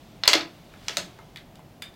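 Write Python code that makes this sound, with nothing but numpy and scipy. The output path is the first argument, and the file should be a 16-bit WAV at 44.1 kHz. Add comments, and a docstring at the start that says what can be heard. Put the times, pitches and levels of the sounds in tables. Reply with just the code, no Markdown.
"""Low ventilation rumble and a faint rustle of sleeves come first, then a plastic cable plug clatters onto a desk.
It is picked up with two sharp taps, finds a laptop's port and snaps in. Each contact is a short filtered click
plus fading tones: the ringing of the plug and the desk, or of the port's metal shell.
The desk top mirrors each contact about 2 ms later and a small room answers. Rumble and rustle are filtered noise."""
import sys
import numpy as np
from scipy import signal
from scipy.fft import rfft, irfft, next_fast_len
from scipy.io import wavfile

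SR = 44100
rng = np.random.default_rng(int(sys.argv[2]) if len(sys.argv) > 2 else 0)


def master_out(mix):
    """Clip the mix to full scale and print it as 16-bit PCM to the path in sys.argv[1]."""
    frames = np.transpose(np.atleast_2d(mix))
    ceiling = np.clip(frames, -1, 1)
    pcm = np.round(ceiling * 32767).astype(np.int16)
    wavfile.write(sys.argv[1], SR, pcm)


N = 85995  # length in samples

# Colour of the ventilation noise, before its overall level is set: pitch_hz, relative_level_db
AIR_COLOUR = [(20, -13), (45, 0.5), (60, -7), (125, 1), (215, -1), (260, -5), (320, -5.5), (480, -11.5),
              (690, -8), (900, -14.5), (1500, -22), (3000, -24.5), (5000, -29), (9000, -36), (16000, -33.5)]
# Colour of the cloth noise, before its level is set: pitch_hz, relative_level_db
SLEEVE_COLOUR = [(500, -6), (1500, -5), (3500, -2), (6000, -10.5), (10000, -19), (16000, -22.5)]
# How loud the sleeves are over time: time_s, level_db
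RUSTLE_LEVELS = [(0, -60.5), (.2, -61), (.55, -58.5), (.68, -60.5), (0.802, -57), (.94, -46),
                 (1.148, -59.5), (1.499, -70), (1.95, -82)]
# Plug and hand against the desk: start_s, click_db, brightness_hz, hard_tick_db,
# strongest_plug_ring_hz, desk_knock_db, strongest_desk_ring_hz
DESK_TAPS = [(0.236, 3, 4670, -35, 3860, -14, 720), (0.2567, -11.5, 2900, -25.5, 2300, -9.5, 900),
             (0.2774, 16.5, 6770, -1.5, 4260, 2, 734), (0.29, -0.5, 7000, -18, 3900, -7, 304),
             (0.3225, -10, 6500, -22, 5160, -14, 800), (0.3326, 10, 4700, -11.5, 3900, 4, 1260),
             (0.3371, 7.5, 5400, -10, 2274, 1.5, 540), (0.353, 3.5, 5400, -20, 4450, 0, 351),
             (0.4092, -6.5, 4440, -61, 3700, -17, 370), (0.7390, -28.5, 2105, -42, 1990, -28, 790),
             (0.8832, -1, 6300, -21, 3830, -14.5, 1190), (0.8953, -11, 4000, -33, 2800, -15.5, 406),
             (0.9702, 2.5, 7400, -12, 5200, -7.5, 610), (0.9820, -7, 7100, -20, 3840, -11, 191),
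             (1.0620, -47, 3000, -50, 2300, -26, 215), (1.1890, -31, 1560, -53, 1970, -19.5, 694),
             (1.5930, -57, 1394, -56, 1970, -25.5, 680)]
# Plug against the port: start_s, click_db, brightness_hz, hard_tick_db, shell_ring_db
PORT_CONTACTS = [(1.3600, -18, 3430, -32.5, -25.5), (1.3721, -20, 4010, -33.5, -28),
                 (1.5560, -32.5, 4350, -37, -38), (1.8213, -16, 3370, -27, -14.5),
                 (1.8232, -18, 3420, -20.5, -16), (1.8325, -36, 4000, -36, -21),
                 (1.9400, -38, 4040, -46, -32.5)]
# Tones of the plug, the desk and the port's metal shell: pitch_hz, relative_level_db, time_to_fade_60_db_s
PLUG_MODES = [(1839, -5, 0.0061), (2300, -3, 0.0094), (2860, -0.5, .012), (3506, 3, 0.0071),
              (3910, -3.5, 0.017), (4486, 3.5, 0.012), (5094, -3.5, 0.02), (6270, -1, 0.01),
              (7940, -8.5, 0.0067)]
DESK_MODES = [(182, -1, .08), (307.3, -2, .06), (337, -3, 0.097), (400, -6.5, 0.05), (471, -12.5, .06),
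              (570, -4.5, 0.061), (589, -3.5, .04), (675.3, 1.5, .06), (764, -5, 0.0533), (855, -5, .05),
              (1003, -5, 0.048), (1282, -0.5, 0.036), (1690, -3, .04), (2100, 3, 0.076)]
SHELL_MODES = [(1785, -5.5, 0.034), (2164, -12.5, 0.022), (3060, -5.5, 0.071), (3500, 5.5, 0.033),
               (3638, 4, 0.033), (3580, -21, .07), (4880, -2.5, 0.023), (8700, -15.5, 0.046),
               (9600, -22, 0.055), (10200, -15, .05)]
# Colours of the plug's click and of its metal tip's tick: pitch_hz, relative_level_db
CLICK_COLOUR = [(60, -49), (200, -36.5), (420, -21), (600, -19), (1000, -9.5), (1700, -4.5), (2800, -1.5),
                (4300, 1.5), (6500, -0.5), (10000, -6), (16000, -8)]
TICK_COLOUR = [(200, -54), (1000, -34), (4000, -6), (7500, 3), (10000, -3.5), (12000, -1.5), (16000, -7.5)]
# Colour of the room's answer: pitch_hz, relative_level_db
ROOM_COLOUR = [(100, -4.5), (300, 4.5), (700, 0), (1500, 2), (4000, -5), (8000, -4), (16000, -6)]
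# How long the room's answer lasts: pitch_hz, time_to_fade_60_db_s
ROOM_FADE = [(150, 0.44), (600, .32), (2000, 0.25), (4000, 0.23), (8000, 0.2), (16000, 0.218)]

AIR_DB = -50
PLUG_RING_DB = -6  # compared with the plug's click
PORT_RING_HZ = 2311  # the plug's strongest ring at the port
BELOW_DB_PER_OCTAVE, ABOVE_DB_PER_OCTAVE = 20.5, 7.5  # tones away from the strongest are weaker
MIRROR_S, MIRROR_DB = 0.0021, -7  # reflection in the desk top
SCATTER_DB, SCATTER_T60_S = -4, 0.032  # reflections off things on the desk
ROOM_DELAY_S, ROOM_BUILD_S = 0.004, 0.0026
PLUG_WET_DB, DESK_WET_DB, PORT_WET_DB = 0, -3, 1  # room tail of each source
FULL_SCALE = 0.94  # largest wave height before clipping
TOP_HZ = 15900


def undb(db):
    """Turn decibels into a multiplier."""
    return 10 ** (np.asarray(db) / 20)


def unit(x):
    """Scale a sound to an energy of one."""
    return x / np.sqrt(np.sum(x ** 2))


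def along(hz, points):
    """Read between (pitch_hz, value) points, with pitch spaced in octaves."""
    point_hz, values = np.array(points, float).T
    return np.interp(np.log(np.maximum(hz, 1)), np.log(point_hz), values)


def colour(x, points):
    """Filter with the gain of (pitch_hz, level_db) points, never sounding before its input."""
    size = next_fast_len(2 * len(x), True) // 2 * 2
    gain = undb(along(np.fft.rfftfreq(size, 1 / SR), points))
    # Folding the cepstrum (the transform of the log gain) makes the filter act only forward in time.
    cepstrum = irfft(np.log(gain))
    cepstrum[1:size // 2] *= 2
    cepstrum[size // 2 + 1:] = 0
    causal_filter = np.exp(rfft(cepstrum))
    return irfft(rfft(x, size) * causal_filter)[:len(x)]


def cut(x, hz, kind, order):
    """Remove the treble ("low" pass) or the bass ("high" pass)."""
    sections = signal.butter(order, min(hz, TOP_HZ), kind, fs=SR, output="sos")
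    return signal.sosfilt(sections, x)


def fade(t60):
    """Half a second of smooth fading that drops 60 dB in t60 seconds."""
    t = np.arange(SR // 2) / SR
    return np.exp(-np.log(1000) * t / t60)


def add(out, start, x):
    """Mix x into out from a start time in seconds."""
    i = int(start * SR)
    out[i:i + len(x)] += x[:max(N - i, 0)]


def ventilation():
    """Moving air makes a steady low rumble with some hiss."""
    air = colour(rng.standard_normal(N), AIR_COLOUR)
    return undb(AIR_DB) * air / air.std()


def sleeves():
    """Cloth brushes as the arms move, making noise that swells and fades."""
    cloth = colour(rng.standard_normal(N), SLEEVE_COLOUR)
    times, levels_db = np.array(RUSTLE_LEVELS).T
    level_db = np.interp(np.arange(N) / SR, times, levels_db)
    return undb(level_db) * cloth / cloth.std()


def ring(modes, strongest_hz=None):
    """A struck object rings at its own pitches; the place of the blow favours those near one pitch."""
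    t = np.arange(SR // 2) / SR
    out = 0
    for hz, db, t60 in modes:
        octaves = np.log2(hz / strongest_hz) if strongest_hz else 0
        weaker_db = max(-BELOW_DB_PER_OCTAVE * octaves, ABOVE_DB_PER_OCTAVE * octaves)
        tone = np.sin(2 * np.pi * (hz * t + rng.random()))  # random starting phase
        out = out + undb(db - weaker_db) * unit(tone * fade(t60))
    bass_limit_hz = (strongest_hz or modes[0][0]) / 2
    return unit(cut(out, bass_limit_hz, "high", order=3))


def plug_click(click_db, bright_hz, tick_db, ring_hz):
    """The plug clicks and rings briefly, duller for a softer contact, and its metal tip ticks."""
    impulse = signal.unit_impulse(SR // 2)
    click = unit(colour(impulse, CLICK_COLOUR))
    body = click + undb(PLUG_RING_DB) * ring(PLUG_MODES, ring_hz)
    body = unit(cut(body, bright_hz, "low", order=5))
    tick = unit(colour(impulse, TICK_COLOUR))
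    return undb(click_db) * body + undb(tick_db) * tick


def room_tail():
    """The room's answer builds up quickly, then each band of noise fades at its own rate."""
    t = np.arange(SR // 2) / SR
    hz = np.fft.rfftfreq(len(t), 1 / SR)
    noise = rfft(rng.standard_normal(len(t)))
    build = 1 - np.exp(-np.maximum(t - ROOM_DELAY_S, 0) / ROOM_BUILD_S)
    edges = np.geomspace(80, SR / 2, 12)
    tail = 0
    for lo, hi in zip(edges, edges[1:]):
        band = irfft(noise * (hz >= lo) * (hz < hi), len(t))
        t60 = along(np.sqrt(lo * hi), ROOM_FADE)
        share = np.sqrt((hi - lo) / (SR / 2))  # wider bands hold more energy
        tail = tail + share * unit(band * build * fade(t60))
    return colour(tail, ROOM_COLOUR)


def room(x, wet_db):
    """Direct sound, desk-top mirror, near scatter and room tail; reflections are drawn anew each time."""
    scatter = unit(rng.standard_normal(SR // 2) * fade(SCATTER_T60_S))
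    response = undb(wet_db) * room_tail() + undb(SCATTER_DB) * scatter
    response[0] += 1  # direct sound
    response[int(MIRROR_S * SR)] += undb(MIRROR_DB)
    return signal.fftconvolve(x, response)[:SR // 2]


def desk_taps():
    """Each blow clicks the plug and knocks the desk into ringing."""
    out = np.zeros(N)
    for start, click_db, bright_hz, tick_db, ring_hz, knock_db, knock_hz in DESK_TAPS:
        click = plug_click(click_db, bright_hz, tick_db, ring_hz)
        knock = undb(knock_db) * ring(DESK_MODES, knock_hz)
        add(out, start, room(click, PLUG_WET_DB))
        add(out, start, room(knock, DESK_WET_DB))
    return out


def port_clicks():
    """The plug nudges the port and snaps in, ringing the metal shell."""
    out = np.zeros(N)
    for start, click_db, bright_hz, tick_db, shell_db in PORT_CONTACTS:
        click = plug_click(click_db, bright_hz, tick_db, PORT_RING_HZ)
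        shell = undb(shell_db) * ring(SHELL_MODES)
        add(out, start, room(click + shell, PORT_WET_DB))
    return out


def scene():
    """Mix the rumble, rustle, desk taps and port clicks into one channel."""
    mix = ventilation() + sleeves() + desk_taps() + port_clicks()
    return mix[None]


def record(dry):
    """The recorder flattens peaks that overload it and cuts the highest treble."""
    clipped = np.clip(dry, -FULL_SCALE, FULL_SCALE)
    treble_cut = signal.ellip(10, 0.05, 60, TOP_HZ, fs=SR, output="sos")
    return signal.sosfiltfilt(treble_cut, clipped)


dry = scene()
out = record(dry)
master_out(out)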